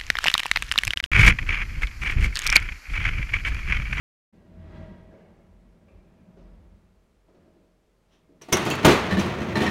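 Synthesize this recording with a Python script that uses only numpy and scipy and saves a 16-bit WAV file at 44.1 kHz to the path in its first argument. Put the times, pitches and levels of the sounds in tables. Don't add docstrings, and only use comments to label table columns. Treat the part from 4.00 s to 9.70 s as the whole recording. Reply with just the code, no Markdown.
import sys
import numpy as np
from scipy import signal
from scipy.fft import rfft, irfft, next_fast_len
from scipy.io import wavfile
from scipy.ndimage import uniform_filter1d

SR = 44100
rng = np.random.default_rng(int(sys.argv[2]) if len(sys.argv) > 2 else 0)


def digitize_waveform(pressure):
    field = np.atleast_2d(pressure).T
    bounded = np.clip(field, -1, 1)
    quanta = np.round(bounded * 32767).astype(np.int16)
    wavfile.write(sys.argv[1], SR, quanta)


N = 251370
TIME = np.arange(N) / SR
RING_TIME = TIME[:SR]
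SURGE_S, SCUFF_S, RELEASE_S = 0.77, 4.14, 4.52
SOFT_BLOW_DB = -30.5

# (frequency [Hz], density [dB])
AIR_SPECTRUM = [(20, -19), (34, -33), (44, -18), (60, -18), (130, -17.5), (300, -22.5), (420, -18.5),
                (800, -30), (3000, -38.5), (6500, -43), (9000, -45.5), (15500, -53)]
# (frequency [Hz], t60 [s])
HALL_DECAY = [(80, 3), (250, 0.42), (700, 1.84), (2000, 2.1), (4500, 1.66), (8000, 0.68), (15000, 0.71)]
# (time [s], level [dB])
RUMBLE_LEVEL = [(0.34, -68), (0.56, -51), (1.0, -49.5), (1.23, -66), (1.4, -52), (1.88, -62.5), (1.95, -49),
                (2.12, -66), (2.61, -48), (3.16, -67), (4.04, -71.5), (4.38, -67)]
# (time [s], level [dB])
WORKLOAD = [(0.34, -55.5), (0.58, -52), (0.82, -45.5), (1.05, -49), (1.5, -60), (2.1, -56.5), (2.45, -53),
            (2.75, -60.5), (2.9, -65.5), (3.24, -74), (3.4, -60.5), (3.6, -65), (3.85, -79), (4.38, -62)]
# (frequency [Hz], density [dB])
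RUMBLE_SPECTRUM = [(20, -44), (30, -24), (36, -15), (44, 22), (58, 3), (72, 7.5), (88, 7), (110, -6.5),
                   (170, -59)]
BODY_SPECTRUM = [(70, -9), (125, -1.5), (152, -3), (178, 9), (205, 1.5), (232, 2.5), (280, -10),
                 (350, -3.5), (420, -10.5), (480, -13), (555, -13.5), (640, -10), (760, -27), (1300, -67.5)]
HISS_SPECTRUM = [(400, -19), (800, -3), (1200, -6.5), (1620, -10.5), (1950, -12), (2300, -12), (3000, -17),
                 (5000, -27.5), (8000, -38), (11000, -52), (16000, -70)]
# (frequency [Hz], width [Hz], relative level [dB])
HUM_TONES = [(85, 2.9, -5.5), (156, 17, -14.5), (317, 9.8, -20)]
WHINE_TONES = [(639, 6.28, 3.5), (584, 8.8, -3), (950, 12.3, -8), (1615, 6.3, -14.5), (1934, 16, -14)]
SCRAPED_MODES = [(970, 27, -15), (1340, 130, -12), (1627, 43, -6), (1936, 62, 1), (3330, 38, -10),
                 (4030, 41, -12), (4910, 30, -20)]
# (peak [dB], rise [dB/s], fall [dB/s])
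SURGE_HUM = (-35, 98, 180)
SURGE_WHINE = (-52.5, 60, 33)
SURGE_SCRAPE = (-54.5, 69, 44)
# (time [s], level before trim [dB], t60 [s], tilt [dB/octave])
KNOCK_HITS = [(1.118, -52.5, 0.98, 1.5), (1.879, -54, 0.3, 2.5), (2.367, -53.5, 0.52, 3.5),
              (3.281, -56, .27, 2.5), (3.345, -56, .24, 3.5), (3.449, -54, 0.33, -21),
              (3.565, -55.5, 0.13, -15), (4.292, -51.5, 0.21, -23)]
# (frequency [Hz], density [dB])
THUD_SPECTRUM = [(120, -66), (350, 11), (600, 3), (900, -10), (2500, -27), (6000, -40), (12000, -79)]
# (frequency [Hz], relative level [dB], t60 [s])
HOLLOW_MODES = [(280.4, 3, 0.34), (389.5, -2.5, 0.38), (463.6, 0.5, 0.24), (559, -6.5, 0.27),
                (627, -2.5, 0.34)]
# (time [s], level before trim [dB], pitch [Hz])
SQUEAK_CUES = [(1.109, -70, 1640), (1.135, -67, 2170), (1.179, -78, 2750), (1.882, -71, 2470)]
# (peak [dB], rise [dB/s], fall [dB/s])
SCUFF_SWELL = (-63, 320, 210)
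# (frequency [Hz], density [dB])
SCUFF_SPECTRUM = [(80, -3), (200, 8), (700, 2), (2200, -6), (3300, 2.5), (4600, -12), (5900, -5),
                  (7500, -22), (14000, -28)]

# (time [s], level [dB], relative tick level [dB])
CATCH_HITS = [(4.419, -42.5, -4.5), (4.526, -9.5, -4.5), (4.532, -29, 12), (4.57, -34, 9),
              (5.194, -34, -16), (5.408, -50, -42)]
LINK_HITS = [(4.652, -37, 6.5), (4.664, -48, 1), (4.702, -35, 10), (4.711, -23.5, -18), (4.752, -34, 1)]
# (frequency [Hz], relative level [dB], t60 [s])
CATCH_MODES = [(2160, -10, .16), (2907, -14, .2), (3343, -14, .27), (3677, -16, .3), (5265, -13, .1),
               (5655, -1, .09), (6125, 4, .062), (6330, -8, .09), (6560, -15, .18), (6830, -14, .1),
               (8560, -17, .18), (8985, -18, .12), (9695, -19, .24), (11440, -16, .1), (12260, -17, .09)]
LINK_MODES = [(2480, -6, .12), (2660, 0, .15), (2850, -2, .1), (3140, -1, .13), (4440, -9, .16),
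              (6780, -15, .18), (7545, -17, .18), (9370, -20, .15), (10290, -18, .14), (11500, -21, .15),
              (12050, -19, .08)]
GUIDE_MODES = [(880, -10, .1), (1140, -12, .1), (1815, 0, .075), (1960, -7, .06), (2290, -15, .08),
               (3020, -16, .07), (4080, -10, .06), (5410, -20, .06)]
SHEET_MODES = [(141, -2.5, .3), (199, 1, .22), (250, -5, .25), (293, 0, .27), (345, 4, .3), (403, 2.5, .27),
               (458, -2, .2), (625, -2, .2), (658, -1, .2), (735, -3, .22), (895, -4.5, .25),
               (1130, -11, .35), (1252, -9, .27), (1456, -11, .42), (1879, -14, .35), (2126, -12, .32),
               (2449, -16, .3), (3042, -14, .28)]
# (frequency [Hz], density [dB])
TICK_SPECTRUM = [(1500, 4.5), (4500, -9), (6200, 0), (7800, -8), (9200, -3), (10600, -13.5), (12100, -4.5),
                 (13500, -16), (16000, -12)]
ROLL_SPECTRUM = [(20, -44), (45, -11), (80, 7), (140, 8.5), (200, 10.5), (290, 1), (350, 8.5), (460, -0.5),
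                 (700, 0), (1500, -43.5)]
RATTLE_SPECTRUM = [(200, -34), (450, -11), (1150, 6.5), (1500, 0.5), (1900, 1.5), (2250, -0.5),
                   (3000, -6.5), (4200, -14), (5000, -18.5), (6300, -17), (8000, -28), (16000, -42)]
SLAT_SPECTRUM = [(25, -45), (70, -11), (140, -5), (420, 1), (520, -4.5), (900, -7), (1500, -10), (2600, -9),
                 (4000, -12.5), (5200, -19), (6500, -20), (8000, -24.5), (12000, -29), (16000, -35)]
# (time [s], clack [dB], shake [dB], boom before trim [dB], boom pitch [Hz])
SLAPS = [(4.829, -34, -33, -27, 146.5), (5.110, -22, -32.5, -17, 190), (5.170, -27.5, -31.5, -17.5, 196.4),
         (5.244, -39, -40, -22.5, 210), (5.402, -36.5, -43.5, -25, 219.4), (5.555, -22, -28.5, -21, 210),
         (5.603, -27, -28.5, -23, 226), (5.663, -21, -34.5, -23.5, 204)]
# (time [s], level [dB], t60 [s], relative ring [dB], boom pitch [Hz])
JERKS = [(4.413, -49, 0.53, -1, 620), (4.484, -45.5, 0.36, 10, 465), (4.521, -27, 0.16, -26, 239),
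         (4.527, -14, 0.13, -15, 375), (4.547, -26.5, 0.78, -24, 185), (4.660, -26, 0.38, 4, 320),
         (4.705, -26.5, 0.27, -8, 142), (4.847, -7.5, 0.31, -1.5, 212), (4.880, -12, 0.33, -10.5, 342),
         (4.907, -18, 0.38, -21, 108), (5.195, -27, 0.41, -4, 190), (5.626, -29.5, 0.33, 3.5, 348)]


def amp(db):
    return 10 ** (np.asarray(db) / 20)


def unit(x):
    return x / np.sqrt(np.mean(x ** 2) + 1e-30)


def fader(points):
    return amp(np.interp(TIME, *np.transpose(points)))


def surge(peak_s, peak_db, rise_db_per_s, fall_db_per_s):
    return amp(peak_db - np.maximum(rise_db_per_s * (peak_s - TIME), fall_db_per_s * (TIME - peak_s)))


def add(mix, s, sound):
    part = mix[round(s * SR):][:len(sound)]
    part += sound[:len(part)]


def colour(x, spectrum, tilt=0):
    size = next_fast_len(len(x))
    octave = np.log2(np.fft.rfftfreq(size, 1 / SR) + 1)
    hz, db = np.transpose(spectrum)
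    eq = amp(np.interp(octave, np.log2(hz), db + tilt * np.log2(hz)))
    return unit(irfft(rfft(x, size) * eq, size)[:len(x)])


def noise(spectrum, tilt=0, size=N):
    return colour(rng.standard_normal(size), spectrum, tilt)


def decay(t60):
    return np.exp(-np.log(1000) * RING_TIME / t60)


def attack(seconds):
    return 1 - np.exp(-RING_TIME / seconds)


def ring(modes, pitch=1, spread_db=3):
    gains = amp(np.array(modes)[:, 1] + spread_db * rng.standard_normal(len(modes)))
    waves = [np.sin(2 * np.pi * (hz * pitch * RING_TIME + rng.random())) * decay(t60)
             for hz, _, t60 in modes]
    return np.sqrt(2) * gains @ np.array(waves) / np.linalg.norm(gains)


def crowded_modes(x, depth_db=1.5, spacing_hz=32, size=8192):
    hz = np.fft.rfftfreq(size, 1 / SR)
    strength = np.interp(hz / spacing_hz, np.arange(len(hz)), rng.standard_normal(len(hz)))
    strength -= uniform_filter1d(strength, size=31)
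    log_gain = np.log(amp(depth_db * strength * hz ** 2 / (hz ** 2 + 700 ** 2)))
    mirrored = np.r_[log_gain, log_gain[-2:0:-1]]
    plate = np.fft.ifft(np.exp(np.conj(signal.hilbert(mirrored)))).real
    return signal.oaconvolve(x, unit(plate) / np.sqrt(size))[:N]


def drift(samples):
    return unit(uniform_filter1d(uniform_filter1d(rng.standard_normal(N), samples), samples))


def tones(lines, waver=0.44):
    out = np.zeros(N)
    for hz, width, db in lines:
        gain = amp(db) * (1 + waver * drift(2400))
        phase = 2 * np.pi * np.cumsum(hz + width * drift(1200)) / SR
        out += gain * np.sin(phase)
    return unit(out)


def room_tone(db=-69.5):
    return amp(db) * noise(AIR_SPECTRUM)


def hall(send):
    spectrum = rfft(rng.standard_normal(SR))
    octave = np.log2(np.arange(len(spectrum)) + 1)
    hz, t60s = np.transpose(HALL_DECAY)
    bands = [irfft(spectrum * np.interp(octave, np.log2(hz), band)) for band in np.eye(len(hz))]
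    tail = sum(band * decay(t60) for band, t60 in zip(bands, t60s)) * attack(0.0013)
    return signal.fftconvolve(send, tail / np.linalg.norm(tail))[:N]


def scrape(work, hiss_db=-72.5, hiss_follow=0.41):
    strain = surge(SURGE_S, *SURGE_SCRAPE)
    hiss_gain = np.hypot(amp(hiss_db) * work ** hiss_follow, amp(-1.5) * strain)
    hiss = crowded_modes(noise(HISS_SPECTRUM), depth_db=3, spacing_hz=44.87)
    metal = np.zeros(N)
    for hz, width, db in SCRAPED_MODES:
        resonance = signal.iirpeak(hz, hz / width, SR)
        metal += amp(db) * unit(signal.lfilter(*resonance, rng.standard_normal(N)))
    return hiss_gain * hiss + amp(-8) * strain * unit(metal)


def machinery(ordinary_work_db=-55.5, drone_hz=44):
    workload = fader(WORKLOAD)
    work = workload / amp(ordinary_work_db)
    rumble = amp(-1) * fader(RUMBLE_LEVEL) * noise(RUMBLE_SPECTRUM)
    body = amp(-0.46) * workload * noise(BODY_SPECTRUM)
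    scraping = scrape(work)
    drone = amp(-72) * tones([(drone_hz, 1, 0)])
    hum = np.hypot(amp(-65.5) * work, surge(SURGE_S, *SURGE_HUM)) * tones(HUM_TONES)
    whine = np.hypot(amp(-70) * work, surge(SURGE_S, *SURGE_WHINE)) * tones(WHINE_TONES)
    return rumble + body + scraping + drone + hum + whine


def knocks(trim_db=-2, ring_db=-7):
    out = np.zeros(N)
    for s, db, t60, tilt in KNOCK_HITS:
        thud = noise(THUD_SPECTRUM, tilt, size=SR) * decay(t60)
        add(out, s, amp(db + trim_db) * (thud + amp(ring_db) * ring(HOLLOW_MODES)) * attack(0.0024))
    return out


def squeaks(trim_db=10.5, t60=0.09, half_width=0.06):
    out = np.zeros(N)
    for s, db, hz in SQUEAK_CUES:
        band = signal.butter(2, [hz * (1 - half_width), hz * (1 + half_width)], "band", fs=SR)
        rub = unit(signal.lfilter(*band, rng.standard_normal(SR)))
        add(out, s, amp(db + trim_db) * rub * decay(t60) * attack(0.0086))
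    return out


def scuff():
    return surge(SCUFF_S, *SCUFF_SWELL) * noise(SCUFF_SPECTRUM)


def steel_part(hits, modes, tick_t60=0.034, twin_db=-5):
    out = np.zeros(N)
    for s, db, tick_db in hits:
        tick = amp(tick_db) * noise(TICK_SPECTRUM, size=SR) * decay(tick_t60)
        twins = amp(twin_db) * ring(modes, pitch=rng.uniform(0.995, 1.005))
        ringing = amp(-4.5) * (ring(modes) + twins)
        add(out, s, amp(db) * (ringing + tick) * attack(0.00021))
    return out


def crack(s=4.8505, db=-12, t60=0.081):
    out = np.zeros(N)
    add(out, s, amp(db) * noise(TICK_SPECTRUM, tilt=0.5, size=SR) * decay(t60))
    return out


def strikes(rebound_s=0.0145, rebound_db=-0.5):
    return [(s + k * rebound_s, clack_db + k * rebound_db, shake_db + k * rebound_db)
            for s, clack_db, shake_db, _, _ in SLAPS for k in (0, 1)]


def blows(shake_t60=0.25, sheet_db=5.5):
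    return [row[:4] for row in JERKS] + [(s, db, shake_t60, sheet_db) for s, _, db in strikes()]


def joint_taps(taps_per_s=260, spread_db=2, t60=0.12, joints=12):
    onsets = rng.random(N) < taps_per_s / SR
    taps = onsets * amp(spread_db * np.minimum(rng.exponential(1, N), 3))
    joint = rng.integers(0, joints, N)
    chatter = np.zeros(N)
    for k in range(joints):
        burst = (rng.standard_normal(SR) * decay(t60))[:SR // 10]
        chatter += signal.oaconvolve(taps * (joint == k), burst)[:N]
    return colour(chatter, RATTLE_SPECTRUM)


def running(roll_db=-34, roll_db_per_s=4, rattle_db=-38, settle_t60=0.78):
    stirred_power = np.zeros(N)
    for s, db, _, _ in blows():
        stir = amp(-18.5 + 0.55 * db) * attack(0.028) * decay(settle_t60)
        add(stirred_power, s, stir ** 2)
    rattle = np.sqrt(amp(rattle_db) ** 2 + stirred_power) * joint_taps()
    elapsed = TIME - RELEASE_S
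    roll = amp(roll_db + roll_db_per_s * elapsed) * noise(ROLL_SPECTRUM)
    return crowded_modes((roll + rattle) * np.clip(elapsed / 0.01, 0, 1))


def clacks(grit_db=-9, grit_t60=0.017, detune=0.017):
    out = np.zeros(N)
    for s, db, _ in strikes():
        grit = amp(grit_db) * noise(RATTLE_SPECTRUM, tilt=1.5, size=SR) * decay(grit_t60)
        rail = ring(GUIDE_MODES, pitch=1 + detune * rng.standard_normal())
        add(out, s, amp(db) * (rail + grit) * attack(0.00049))
    return out


def booms(trim_db=3, t60=0.15, lag_s=0.00711, sway_hz=87, sway_db=-17, sway_t60=0.35):
    out = np.zeros(N)
    slaps = [(s, db, hz) for s, _, _, db, hz in SLAPS]
    jerks = [(s, SOFT_BLOW_DB + 0.46 * (db - SOFT_BLOW_DB), hz)
             for s, db, _, _, hz in JERKS if s > RELEASE_S]
    for s, db, hz in slaps + jerks:
        flex = ring([(hz, 0, t60), (sway_hz, sway_db, sway_t60)])
        add(out, s + lag_s, amp(db + trim_db) * flex * attack(0.0033) ** 2)
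    return out


def curtain(split_hz=5000, treble_life=0.65):
    slats, sheet = np.zeros((2, N))
    lowpass = signal.butter(1, split_hz, fs=SR)
    for s, db, t60, sheet_db in blows():
        tilt = -0.44 - 0.06 * (db - SOFT_BLOW_DB)
        clash = noise(SLAT_SPECTRUM, tilt, size=SR)
        low = signal.lfilter(*lowpass, clash)
        shake = low * decay(t60) + (clash - low) * decay(t60 * treble_life)
        add(slats, s, amp(db) * shake * attack(0.00073))
        add(sheet, s, amp(db + sheet_db) * ring(SHEET_MODES) * attack(0.0019))
    return crowded_modes(slats) + sheet


def scene():
    slats, rails, drum, far = curtain(), clacks(), booms(), knocks() + squeaks()
    steel = steel_part(CATCH_HITS, CATCH_MODES) + steel_part(LINK_HITS, LINK_MODES) + crack()
    send = amp(-14) * slats + amp(-20) * steel + amp(-15) * rails + amp(-18.5) * drum + amp(-0.5) * far
    reverb = hall(send)
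    door = slats + steel + rails + drum + running()
    return (door + far + reverb + machinery() + room_tone() + scuff())[None]


def record(dry, start_s=0.325, ceiling=0.55, cutoff_hz=15900):
    opened = dry * np.clip((TIME - start_s) / 0.01, 0, 1)
    saturated = opened / (1 + abs(opened / ceiling) ** 5) ** (1 / 5)
    lowpass = signal.firwin(511, cutoff_hz, window=("kaiser", 9), fs=SR)
    return signal.oaconvolve(saturated, lowpass[None], "same")


dry = scene()
out = record(dry)
digitize_waveform(out)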